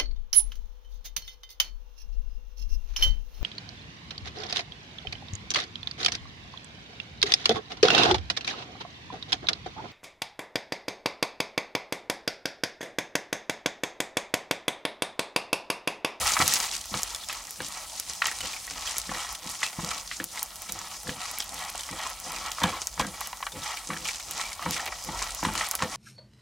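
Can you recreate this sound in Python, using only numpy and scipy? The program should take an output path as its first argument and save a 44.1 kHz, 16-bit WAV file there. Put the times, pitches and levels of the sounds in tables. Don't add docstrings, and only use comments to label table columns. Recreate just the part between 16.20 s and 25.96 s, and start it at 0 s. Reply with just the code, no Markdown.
import sys
import numpy as np
from scipy import signal
from scipy.fft import rfft, irfft, next_fast_len
from scipy.io import wavfile
from scipy.ndimage import uniform_filter1d

SR = 44100
rng = np.random.default_rng(int(sys.argv[2]) if len(sys.argv) > 2 else 0)


def boost(x):
    u = np.asarray(x, float) / 20
    return 10 ** u


def file_out(sig):
    cols = np.atleast_2d(sig).T
    lim = np.clip(cols, -1, 1)
    pcm = np.round(lim * 32767).astype(np.int16)
    wavfile.write(sys.argv[1], SR, pcm)


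N = 430416


def rms_one(x):
    return x / np.sqrt(np.mean(x ** 2) + 1e-20)


def at_hz(points, hz):
    point_hz, point_db = np.array(points).T
    return np.interp(np.log(hz), np.log(point_hz), point_db)


def bandpass(x, order, low_hz, high_hz):
    return signal.sosfilt(signal.butter(order, [low_hz, high_hz], "band", fs=SR, output="sos"), x)


def lowpass(x, order, hz):
    return signal.sosfilt(signal.butter(order, hz, fs=SR, output="sos"), x)


def highpass(x, order, hz):
    return signal.sosfilt(signal.butter(order, hz, "high", fs=SR, output="sos"), x)


def drift(depth_db, rate_hz):
    r = np.exp(-80 * np.pi * rate_hz / SR)
    slow = signal.lfilter([1], [1, -2 * r, r * r], rng.standard_normal(N // 40 + 2002))[2000:]
    return np.repeat(boost(depth_db * rms_one(slow)), 40)[:N]


def ring(clicks, hz, t60_s, order=1):
    r, w = boost(-60 / (t60_s * SR)), 2 * np.pi * min(hz / SR, .45)
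    resonator = [0, np.sin(w), 0, 1, -2 * r * np.cos(w), r * r]
    return signal.sosfilt([resonator] * order, clicks + 1e-18)


# f/Hz, side minus mid level/dB
WIDTH = [(60, -14), (150, -13), (380, -13), (950, -22), (2380, -7.5), (5980, -8.5), (9000, -5.5),
         (15000, -1)]


def stereo(mid, side, hz):
    return mid + boost(at_hz(WIDTH, hz)) * side * [[1], [-1]]


def grains(per_s, spread_db, clump_db):
    sizes = boost(spread_db * np.minimum(rng.exponential(1, N), 5)) * rng.choice([-1, 1], N)
    return sizes * (rng.random(N) < per_s * drift(clump_db, 25) / SR)


def hiss(spectrum, patchy_db):
    out, white = 0, rng.standard_normal((2, 2, N))
    edges = np.geomspace(spectrum[0][0], spectrum[-1][0], 11)
    for k, (low, high) in enumerate(zip(edges, edges[1:])):
        mid, side = bandpass(white[k % 2], 2, low, high)
        hz = np.sqrt(low * high)
        flicker = drift(patchy_db * min(1, 4000 / hz), 10.7)
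        out = out + boost(at_hz(spectrum, hz)) * flicker * stereo(mid, side, hz)
    return rms_one(out)


def struck(modes, train, blows, offset_db, scatter_db, wander_db, above_db=0, below_db=5.9):
    s, peak_db, upper_db, contact_hz = np.array(blows).T
    at, luck = (s * SR).astype(int), rng.standard_normal((len(s), len(modes)))
    rub, hits, spots = 0, 0, rng.standard_normal(N)
    for k, (hz, level_db, t60_s) in enumerate(modes):
        rub = rub + boost(level_db) * drift(wander_db, 5) * ring(train * np.roll(spots, 997 * k), hz, t60_s)
        colour_db = upper_db + 6 if hz > 2400 else 0
        colour_db = colour_db - below_db * np.maximum(np.log2(contact_hz / hz), 0)
        colour_db = colour_db - above_db * np.maximum(np.log2(hz / contact_hz), 0)
        hit_db = peak_db + offset_db + level_db + colour_db + scatter_db * luck[:, k]
        clicks = np.zeros(N)
        clicks[at] = boost(hit_db) * np.sign(luck[:, k - 1])
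        hits = hits + ring(clicks, hz, t60_s)
    return rms_one(rub), hits


def swells(moves, rest_db):
    t = np.arange(0, N, 40) / SR
    shapes = [np.interp(t, [s - rise_s, s, s + fall_s], [rest_db, db, rest_db])
              for s, db, rise_s, fall_s in moves]
    return np.interp(np.arange(N) / SR, t, np.max(shapes, axis=0))


# peak t/s, rustle level/dB, rattle level/dB, build/s, slide back/s
SWEEPS = [(.08, -28, -32.5, 0.31, 0.67), (.3, -26.5, -54, 0.31, 0.54), (.45, -31, -37, 0.8, 0.1),
          (.76, -36, -43.5, 0.065, 0.49), (1.095, -36.5, -43.5, 0.033, 0.32),
          (1.55, -38.5, -43, 0.15, 0.22), (2.06, -30.5, -42, 0.022, 0.17), (2.28, -36, -45, 0.53, 0.26),
          (2.68, -34.5, -43, 0.42, 0.37), (3.0, -37.5, -39.5, 0.36, 0.3), (3.72, -35, -40.5, 0.35, 0.2),
          (4.72, -44, -46, 0.83, 0.12), (5.05, -38, -43, 0.28, 0.4), (5.42, -38, -40.5, 0.22, 0.21),
          (5.83, -38.5, -35, 0.22, 0.21), (6.13, -39, -42, 0.22, 0.8), (6.28, -40.5, -40, 0.17, 0.21),
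          (7.01, -53.5, -42.5, 0.19, 0.25), (7.47, -36, -36.5, 0.14, 0.25), (7.88, -33, -43, 0.15, 0.23),
          (8.21, -33, -38.5, 0.23, 0.21), (8.58, -43.5, -40, 0.27, 0.51), (9.02, -37, -40, 0.33, 0.35),
          (9.39, -34, -35.5, 0.19, 0.32)]
# peak t/s, rustle level/dB, rattle level/dB, half length/s
SPILLS = [(0.221, -26, -27, 0.06), (0.547, -29.5, -46, 0.094), (1.462, -37.5, -55, 0.17),
          (1.782, -36.5, -53, 0.12), (1.92, -38, -51.5, 0.12), (3.309, -36.5, -45.5, 0.16),
          (3.446, -30.5, -39.5, 0.1), (3.94, -39.5, -67, 0.12), (4.18, -38, -44.5, 0.11),
          (4.496, -37, -40, 0.03), (4.914, -39.5, -60, 0.098), (5.207, -37.5, -40, 0.041),
          (5.6, -41, -48, 0.37), (6.482, -40, -33, 0.25), (6.808, -34, -30, 0.027),
          (7.733, -49, -39, 0.051), (8.45, -42.5, -44, 0.2), (8.539, -30.5, -43.5, 0.1),
          (9.257, -34.5, -31.5, 0.056), (9.76, -39, -39.5, 0.18)]
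# t/s, drag level/dB, dying away/s
LANDINGS = [(0.0, -30, 0.066), (.22, -30.5, 0.2), (0.75, -31.5, 0.08), (1.42, -37, 0.1), (2.24, -38, 0.1),
            (2.54, -46.5, 0.13), (2.92, -32.5, 0.13), (3.27, -41, 0.12), (3.64, -39, 0.21),
            (4.02, -39, 0.058), (4.52, -42, 0.24), (4.892, -34, 0.15), (5.33, -46.5, 0.33),
            (5.73, -33.5, 0.099), (6.08, -42, 0.21), (6.449, -23.5, 0.19), (6.81, -26.5, 0.18),
            (7.37, -35.5, 0.1), (7.713, -31.5, 0.22), (8.1, -44.5, 0.25), (8.48, -30.5, 0.14),
            (8.89, -32.5, 0.15), (9.257, -27.5, 0.26), (9.631, -26.5, 0.15)]


def stirring():
    heap = list(SWEEPS) + [(s, a, b, half_s, half_s) for s, a, b, half_s in SPILLS]
    lands = [(s, db, 0.054, fall_s) for s, db, fall_s in LANDINGS]
    shaken = [(s, db - 9.5, rise_s, fall_s) for s, db, rise_s, fall_s in lands]
    rustle_db = swells([(s, db, up, down) for s, db, _, up, down in heap], -53)
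    rattle_db = swells([(s, db, up, down) for s, _, db, up, down in heap] + shaken, -62)
    return rustle_db, rattle_db, swells(lands, -58)


# f/Hz, level/dB per Hz
RUSTLE = [(1180, -19), (2000, -29), (2310, 0.5), (2560, 6), (2660, -8.5), (5900, 2), (8580, -1.5),
          (12500, -29), (16200, -9), (22000, -120)]


def crackle(clicks):
    count, cycles = 12, 5.5
    out, dealt, spot = 0, rng.integers(0, count, N), rng.standard_normal(N)
    for k, hz in enumerate(np.geomspace(RUSTLE[0][0], RUSTLE[-1][0], count)):
        mine = clicks * (dealt == k) * drift(1.0, 4.8)
        mid, side = ring(np.array([mine, mine * spot]), hz, cycles / hz, order=2)
        gain = boost(at_hz(RUSTLE, hz)) * np.sqrt(hz) / np.sqrt(np.mean(mid ** 2))
        out = out + gain * stereo(mid, side, hz)
    return rms_one(out)


def clacks(busy):
    hits = np.abs(grains(200 * busy, 3.8, 3.0)) + 1e-18
    burst = signal.lfilter([1], [1, -boost(-60 / (0.014 * SR))], hits)
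    mid, side = bandpass(burst * rng.standard_normal((2, N)), 2, 1900, 7500)
    return rms_one(stereo(mid, side, 6000))


def heap_rustle(rustle_db):
    busy = boost(0.55 * (rustle_db - np.mean(rustle_db)))
    fine = crackle(grains(3000 * busy, 2.5, 3.0) / np.sqrt(busy))
    return boost(rustle_db - 2.2) * fine + boost(rustle_db - 6.5) * clacks(busy)


# t/s, peak level/dB, contact f/Hz
NUTS = [(0.323, -27, 1900), (0.741, -20, 1230), (1.097, -24.5, 2600), (1.404, -25, 1630),
        (2.0205, -15.5, 1850), (2.058, -17.5, 1860), (2.478, -33, 1930), (2.508, -33, 2270),
        (3.418, -31, 1310), (3.43, -17, 2000), (3.913, -22, 1960), (4, -23, 1720), (4.174, -28, 2120),
        (4.222, -30, 990), (4.893, -26, 1710), (5.177, -29.5, 2260), (5.55, -29.5, 770), (6.438, -12, 980),
        (6.798, -15, 1040), (7.13, -27, 970), (7.227, -22, 1100), (7.267, -21, 1160), (7.855, -27, 2410),
        (9.25, -15, 1000), (9.354, -26.5, 990), (9.41, -22, 1900), (9.591, -29, 1960), (9.622, -15.5, 1070)]
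# t/s, peak level/dB, contact f/Hz
TAPS = [(0.167, -11, 1290), (0.202, -12, 1320), (2.019, -15.5, 1390), (2.042, -19.5, 1290),
        (2.081, -21.5, 1910), (2.893, -29, 1760), (2.916, -25, 1030), (3.592, -26.5, 1030),
        (3.714, -25.5, 1340), (4.871, -32, 1740), (5.689, -31, 1140), (6.384, -29, 1230),
        (6.417, -17.5, 960), (6.777, -28, 940), (7.012, -28, 1110), (7.204, -28.5, 905),
        (7.703, -20.5, 1130), (7.766, -28, 1700), (8.394, -28, 1120), (8.461, -19.5, 975),
        (8.663, -27.5, 2280), (8.723, -25.5, 1120), (8.888, -23, 860), (9.019, -20.5, 1090),
        (9.192, -33, 1110), (9.229, -20.5, 980), (9.286, -19, 860), (9.54, -29.5, 1160), (9.602, -24, 940)]


def all_knocks():
    return [(s, db, -2.5, hz) for s, db, hz in NUTS] + [(s, db, -36, hz) for s, db, hz in TAPS]


def contacts(knocks):
    out, t = np.zeros(N + SR), np.arange(SR // 6) / SR
    for s, peak_db, _, hz in knocks:
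        thock = boost(-60 * t / 0.026) * np.sin(2 * np.pi * hz * t)
        clatter = boost(0.5 - 60 * t / 0.086) * bandpass(rng.standard_normal(len(t)), 2, 0.62 * hz, 1.8 * hz)
        at = int(s * SR)
        out[at:at + len(t)] += boost(peak_db) * (thock + clatter)
    return out[:N]


# f/Hz, level/dB, t60/s
PAN_MODES = [(634, -10.5, 0.08), (741, 2.5, 0.033), (860, 1, 0.052), (971, 4.5, 0.026), (1117, 4, 0.042),
             (1230, -7, 0.082), (1311, 4.5, 0.039), (1420, -13, 0.12), (1701, -7.5, 0.055),
             (1912, 0, 0.048), (1990, 4.5, 0.015), (2280, 1, 0.038), (2480, -4.5, 0.041),
             (2842, -1.5, 0.031), (3120, 3, 0.018), (3370, -5, 0.041), (3980, 7.5, 0.0063)]


def pan_floor(rattle_db):
    knocks = all_knocks()
    rattle, hits = struck(PAN_MODES, grains(1500, 3.16, 3.0), knocks,
                          offset_db=-17.5, scatter_db=3.5, wander_db=0.5)
    return highpass(boost(rattle_db + 3.5) * rattle + hits + contacts(knocks), 3, 540)


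# t/s, peak level/dB, loudest f/Hz
THUDS = [(0.2, -22.5, 304), (.714, -27.5, 140), (.748, -33, 280), (1.403, -28, 320), (2.891, -30, 328),
         (3.258, -35, 218), (3.585, -25.5, 168), (3.63, -32, 172), (4.002, -26, 294), (4.492, -36.5, 180),
         (4.889, -26, 171), (5.712, -35, 172), (6.419, -23, 172), (6.436, -24, 168), (6.794, -21.5, 270),
         (7.337, -41, 334), (7.695, -29.5, 170), (8.464, -24, 345), (8.89, -29, 200), (9.23, -24, 269),
         (9.619, -31, 207)]
# f/Hz, level/dB, t60/s
BOWL_MODES = [(91, -10, 0.26), (168, -1.5, 0.11), (206, -1, 0.062), (278, -4.5, 0.088), (334, -9, 0.16),
              (511, -0.5, 0.06)]


def pan_body(drag_db):
    drag, thuds = struck(BOWL_MODES, grains(900, 1.9, 1.5), [(s, db, 0, hz) for s, db, hz in THUDS],
                         offset_db=-2.5, scatter_db=3.0, wander_db=3.0, above_db=8.0, below_db=10.5)
    return boost(drag_db - 5.0) * drag + lowpass(thuds, 2, 650)


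# t/s, peak level/dB, brightness/dB
OIL_POPS = [(0.21, -20, -6), (0.278, -10, 6), (0.325, -22, -17), (0.3374, -5.5, -3), (0.7555, -25, -20),
            (0.8316, -12.5, -1.5), (1.798, -16, 0.5), (2.0547, -15, -19), (2.069, -16, 1), (2.4675, -27, 2),
            (2.7821, -16, 7.5), (3.6462, -17.5, -5), (4.041, -17.5, 3.5), (4.2289, -21, 12),
            (4.5213, -21.5, 7), (5.1852, -31, 14), (6.119, -29, 9), (6.317, -17, -6), (6.6702, -15.5, 1),
            (7.007, -24.5, 8.5), (7.072, -23, 7), (8.11, -25, 6), (8.508, -16, -1.5), (9.1477, -18, 1),
            (9.5116, -14, 1.5), (9.552, -18, 5)]
# t/s, peak level/dB
SNAPS = [(.1196, -14.5), (0.136, -12.5), (0.19, -13), (0.356, -12), (0.4012, -12), (0.43, -17),
         (0.4354, -26), (0.773, -17), (0.904, -22.5), (1.4458, -18.5), (1.8968, -20), (2.043, -20.5),
         (2.5088, -19), (2.767, -19), (3.432, -16.5), (3.689, -17), (4.1582, -27), (5.203, -19),
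         (6.402, -21), (6.4354, -16.5), (6.6168, -16.5), (6.795, -17.5), (7.672, -21), (7.886, -20),
         (7.9572, -21), (8.6623, -23), (8.9908, -19), (9.0243, -17.5), (9.3768, -14), (9.623, -15.5)]
SPITS = [0.072, 0.73, 0.82, 1.128, 1.3073, 1.484, 3.1258, 3.297, 3.3144, 6, 4.4193, 5.9, 4.8322, 5.113,
         5.242, 5.5, 4.357, 9.042, 9.336, 9.487, 8.657, 8.8473, 9.2364]


def all_pops():
    oil_spray_db = -35.5
    oil = [(s, db, bright_db, oil_spray_db) for s, db, bright_db in OIL_POPS]
    dry_snaps = [(s, db, -28, -27.5) for s, db in SNAPS]
    spits = [(s, -31.5, 10, oil_spray_db) for s in SPITS]
    strays = [(a * (N / SR - .01), -38 + 13 * b ** 2, -22 * c, oil_spray_db)
              for a, b, c in rng.random((220, 3))]
    return oil + dry_snaps + spits + strays


def pops():
    s, peak_db, bright_db, spray_db = np.transpose(all_pops())
    at, dull, bright = ((s + .0008) * SR).astype(int), 0, 0
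    luck = rng.standard_normal((len(s), 6))
    pan_pos = luck[:, -1]
    place = boost(np.outer([1, -1], 0.45 * pan_pos))
    late = np.array([pan_pos < -.9, pan_pos > .9]) * (peak_db < -17.5)
    where = ([[0], [1]], at + late)
    fizz = rng.standard_normal(N) + 0.16 * rng.standard_normal((2, N))
    fade = boost(-60 / (.055 * SR))
    bands = [(3000, -44.0), (4800, 2.5), (6800, 6.5), (10500, 5.5), (14600, 2.0)]  # f/Hz, level/dB
    for k, (hz, level_db) in enumerate(bands):
        top = hz > 9000
        clicks, splash = np.zeros((2, 2, N))
        clicks[where] = place * boost(peak_db + level_db + (bright_db if top else 0) + 2.7 * luck[:, k])
        splash[:, at] = clicks[where] * boost(spray_db)
        spray = signal.lfilter([1], [1, -fade], splash) * fizz
        snap = ring(clicks * (-1) ** k + spray, hz, 7.6 / hz)
        if top:
            bright = bright + snap
        else:
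            dull = dull + snap
    out = bright + lowpass(dull, 6, 10500)
    wall = [(.0013, -13), (.0021, -15), (.0046, -15)]  # lag/s, level/dB
    return out + sum(boost(db) * np.roll(out, int(lag_s * SR), axis=1) for lag_s, db in wall)


# t/s, peak level/dB, f/Hz
CHINKS = [(0.535, -21, 3020), (0.8984, -32, 3320), (0.9472, -24.5, 3380), (1.036, -32, 3470),
          (1.1265, -21, 2020), (1.278, -34, 1900), (2.0195, -24.5, 1920), (2.114, -17.5, 1880),
          (2.2058, -19, 2970), (2.2513, -24, 3080), (2.332, -21.5, 2430), (2.364, -26, 2280),
          (2.6738, -20, 3130), (2.76, -25, 2280), (2.9442, -20.5, 1900), (3.0665, -27, 1900),
          (3.1486, -23.5, 3140), (3.5299, -28, 2030), (3.714, -28, 2330), (4.4767, -42, 3520),
          (4.4947, -30, 3730), (4.714, -27, 2920), (5.1998, -21.5, 3270), (5.222, -23.5, 3230),
          (5.492, -25, 2540), (5.5938, -22, 3080), (5.6331, -29, 3110), (5.69, -27, 1990),
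          (5.788, -26, 3250), (6.1639, -25, 2320), (6.315, -25, 3300), (6.4337, -15.5, 3600),
          (6.493, -27, 3160), (6.795, -19.5, 3340), (7.0104, -22.5, 2000), (7.058, -28.5, 3050),
          (7.3198, -29, 3600), (7.419, -31, 3780), (7.433, -25, 3320), (7.516, -27, 2040),
          (7.5692, -21.5, 2320), (7.733, -22, 1750), (7.8525, -22, 3110), (7.8868, -17.5, 2280),
          (7.9987, -25, 2280), (8.109, -28, 3010), (8.1968, -26, 2300), (8.3174, -25.5, 2270),
          (8.4245, -21.5, 1990), (8.5647, -17, 1970), (8.5967, -20.5, 1890), (8.675, -19, 2310),
          (8.786, -34, 3070), (8.9955, -27, 1930), (9.0987, -43, 2290), (9.2843, -29, 2300),
          (9.353, -19.5, 3080), (9.3768, -24, 1920), (9.4449, -20, 2310), (9.5287, -41, 1990)]
# t/s, peak level/dB
TICKS = [(0.0447, -20), (0.515, -27), (0.565, -14), (0.613, -18), (0.9476, -14), (1.0869, -15),
         (1.4197, -21), (1.523, -19), (1.733, -22), (1.8861, -20), (1.934, -17), (2.1136, -20),
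         (2.154, -39), (2.187, -19), (2.3261, -31), (2.364, -29), (2.695, -18), (2.799, -14), (2.816, -17),
         (2.87, -22), (3.152, -20), (3.5294, -24), (3.78, -19.5), (3.876, -19), (4.1006, -39), (4.126, -33),
         (4.1734, -32), (4.193, -16), (4.3954, -42), (4.4924, -21), (4.7136, -29), (4.877, -19),
         (5.292, -17.5), (5.439, -20), (5.555, -19), (5.578, -16), (5.592, -27), (5.608, -17),
         (5.6341, -18), (5.659, -29), (5.7119, -20), (5.8331, -19), (5.894, -25), (6.0816, -22),
         (6.2397, -28), (6.2613, -18), (6.4946, -26), (6.8675, -18), (7.2675, -23), (7.4814, -30),
         (7.5373, -38), (7.773, -21), (7.9984, -22), (8.33, -16.5), (8.8243, -23), (9.1062, -17),
         (9.2515, -21), (9.3521, -27), (9.4449, -35), (9.468, -16.5)]


def seeds():
    out, t = np.zeros((2, N + SR)), np.arange(SR // 10) / SR
    for s, peak_db, hz in CHINKS:
        noise = bandpass(rng.standard_normal((2, len(t))), 1, hz / 2, 2 * hz)
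        tone = rms_one(ring(noise[0, ::-1], hz, 0.017))
        chink = boost(-10.5) * tone + boost(-4.5) * stereo(*noise, hz)
        at = int(s * SR)
        out[:, at:at + len(t)] += boost(peak_db - 60 * t / .055) * chink
    for s, peak_db in TICKS:
        fading = boost(peak_db - 5.5 - 60 * t / .015) * rng.standard_normal((2, len(t)))
        at = int(s * SR)
        out[:, at:at + len(t)] += stereo(*bandpass(fading, 3, 3300, 9800), 6000)
    return out[:, :N]


# middle t/s, half length/s, f/Hz, level/dB
SLIDES = [(0.449, 0.036, 930, -40), (2.045, 0.021, 1310, -43), (2.082, 0.02, 1920, -35),
          (3.457, 0.035, 2630, -35.5), (3.479, 0.061, 1970, -48), (5.864, 0.066, 1070, -40),
          (6.076, 0.028, 734, -42), (6.193, 0.047, 880, -42), (6.258, .06, 1130, -40.5),
          (6.447, 0.038, 1680, -33), (6.455, 0.032, 2400, -42), (6.457, 0.037, 860, -30),
          (6.541, 0.027, 1080, -36.5), (6.832, 0.064, 1630, -40), (8.24, 0.076, 2320, -41.5),
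          (8.42, 0.035, 1210, -40), (8.491, 0.05, 946, -41), (8.618, 0.06, 770, -40.5),
          (8.686, 0.04, 780, -38), (8.949, 0.071, 954, -40), (8.957, 0.067, 1330, -46),
          (9.256, 0.029, 1760, -41), (9.271, 0.041, 775, -45), (9.387, .04, 3050, -45),
          (9.636, .04, 1770, -38)]


def slides():
    out = np.zeros(N + 2 * SR)
    for s, half_s, hz, db in SLIDES:
        noise = rng.standard_normal(SR // 3)
        grit = noise * (np.abs(noise) > 1.6) * np.abs(noise) ** 2
        size = int(2 * min(half_s, .16) * SR)
        at = int((s - half_s + 1) * SR)
        out[at:at + size] += boost(db) * np.hanning(size) * rms_one(ring(grit, hz, 0.035))[-size:]
    return out[SR:SR + N]


# f/Hz, level/dB
SIZZLE = [(290, -37), (500, -21), (828, 13), (1310, -17), (1560, -10), (1930, -51), (2690, -3),
          (6300, 12.5), (9030, 7), (15600, -3.5)]


def sizzle():
    steam = boost(-44.0) * hiss(SIZZLE, patchy_db=5.0)
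    flare_end_s, flare_fall_s = 0.455, 0.034
    flare = np.interp(np.arange(N) / SR, [flare_end_s, flare_end_s + flare_fall_s], [boost(12.5), 0])
    return steam + flare * highpass(steam, 2, 8500)


# f/Hz, level/dB
FLAME = [(15, -36), (25, -8), (43, 22.5), (64, 14), (79, 6.5), (108, -25), (177, -34), (419, -54.5),
         (505, -47), (600, 16), (780, -18), (1320, -120)]
# t/s, level/dB
RUMBLE = [(0.0, -26.5), (0.16, -47.5), (2.01, -51.5), (3.04, -44.5), (3.51, -59.5), (3.59, -41),
          (3.91, -51), (7.01, -44), (7.07, -50), (8.83, -43.5), (8.89, -38.5), (9.76, -50)]


def flame():
    s, db = np.transpose(RUMBLE)
    rumble_db = np.interp(np.arange(N) / SR, s, db)
    return boost(-61.5 + 1.16 * (rumble_db + 54.0)) * hiss(FLAME, patchy_db=1.5)


def kitchen(x):
    t60_s, wall_cut_hz = 0.11, 21000
    size = next_fast_len(N + SR // 2)
    w = 2 * np.pi * np.arange(size // 2 + 1) / size
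    dull = 1 / (1 + 1j * w * SR / (2 * np.pi * wall_cut_hz))
    out = np.zeros((2, len(w)), complex)
    for k, lag in enumerate((rng.uniform(0.0065, 0.12, 8) * SR).astype(int)):
        loop = boost(-60 * lag / SR / t60_s) * dull * np.exp(-1j * w * lag)
        out[k % 2] += loop / (1 - loop) * (-1) ** (k // 2)
    return irfft(out * rfft(x, size), size)[:, :N]


def scene():
    rustle_db, rattle_db, drag_db = stirring()
    rustle = heap_rustle(rustle_db)
    pan = pan_floor(rattle_db) + pan_body(drag_db)
    snaps = pops() + seeds() + slides()
    room = boost(-12) * kitchen((rustle + pan + snaps).mean(axis=0))
    wide_pan = pan + boost(-25.5) * (np.roll(pan, 31) - np.roll(pan, 140)) * [[1], [-1]]
    return rustle + wide_pan + snaps + sizzle() + room + flame()


# low f/Hz, high f/Hz
SURE_WIDE_HZ = [(0, 600), (3300, 7600)]


def thinned_width(x):
    mid, side = (x[0] + x[1]) / 2, (x[0] - x[1]) / 2
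    hz, _, cells = signal.stft(side, SR, nperseg=2048, noverlap=1024)
    band = (hz / 620).astype(int)
    loud_db = 10 * np.log10(np.mean(np.abs(cells[hz > 4000]) ** 2, axis=0) + 1e-20)
    luck = rng.standard_normal((band[-1] + 2, cells.shape[1]))
    luck = uniform_filter1d(luck, size=3, axis=1) * np.sqrt(3)
    together = 1.1 * luck[-1]
    odds = -.55 + .15 * (loud_db - np.median(loud_db)) + together + .7 * luck[band]
    sure = np.any([(hz >= low) & (hz < high) for low, high in SURE_WIDE_HZ], axis=0)
    kept = (odds + .4 * (hz[:, None] < 3300) > 0) | sure[:, None]
    side = signal.istft(cells * kept, SR, nperseg=2048, noverlap=1024)[1][:N]
    return np.array([mid + side, mid - side])


def band_limit(x):
    return signal.sosfilt(signal.butter(12, 16980, fs=SR, output="sos"), x)


def record(dry):
    top_hz = 15900
    heard = highpass(dry, 3, 37)
    heard = 1.3 * np.tanh(heard / 1.3)
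    top = signal.sosfilt(signal.ellip(6, .3, 40, top_hz, "high", fs=SR, output="sos"), heard)
    sharp = uniform_filter1d(np.abs(top).mean(axis=0), size=130) > boost(-43)
    below = signal.sosfilt(signal.ellip(8, .3, 26, top_hz, fs=SR, output="sos"), heard)
    mix = thinned_width(below + top * uniform_filter1d(sharp * 1., size=90))
    return band_limit(mix)


dry = scene()
out = record(dry)
file_out(out)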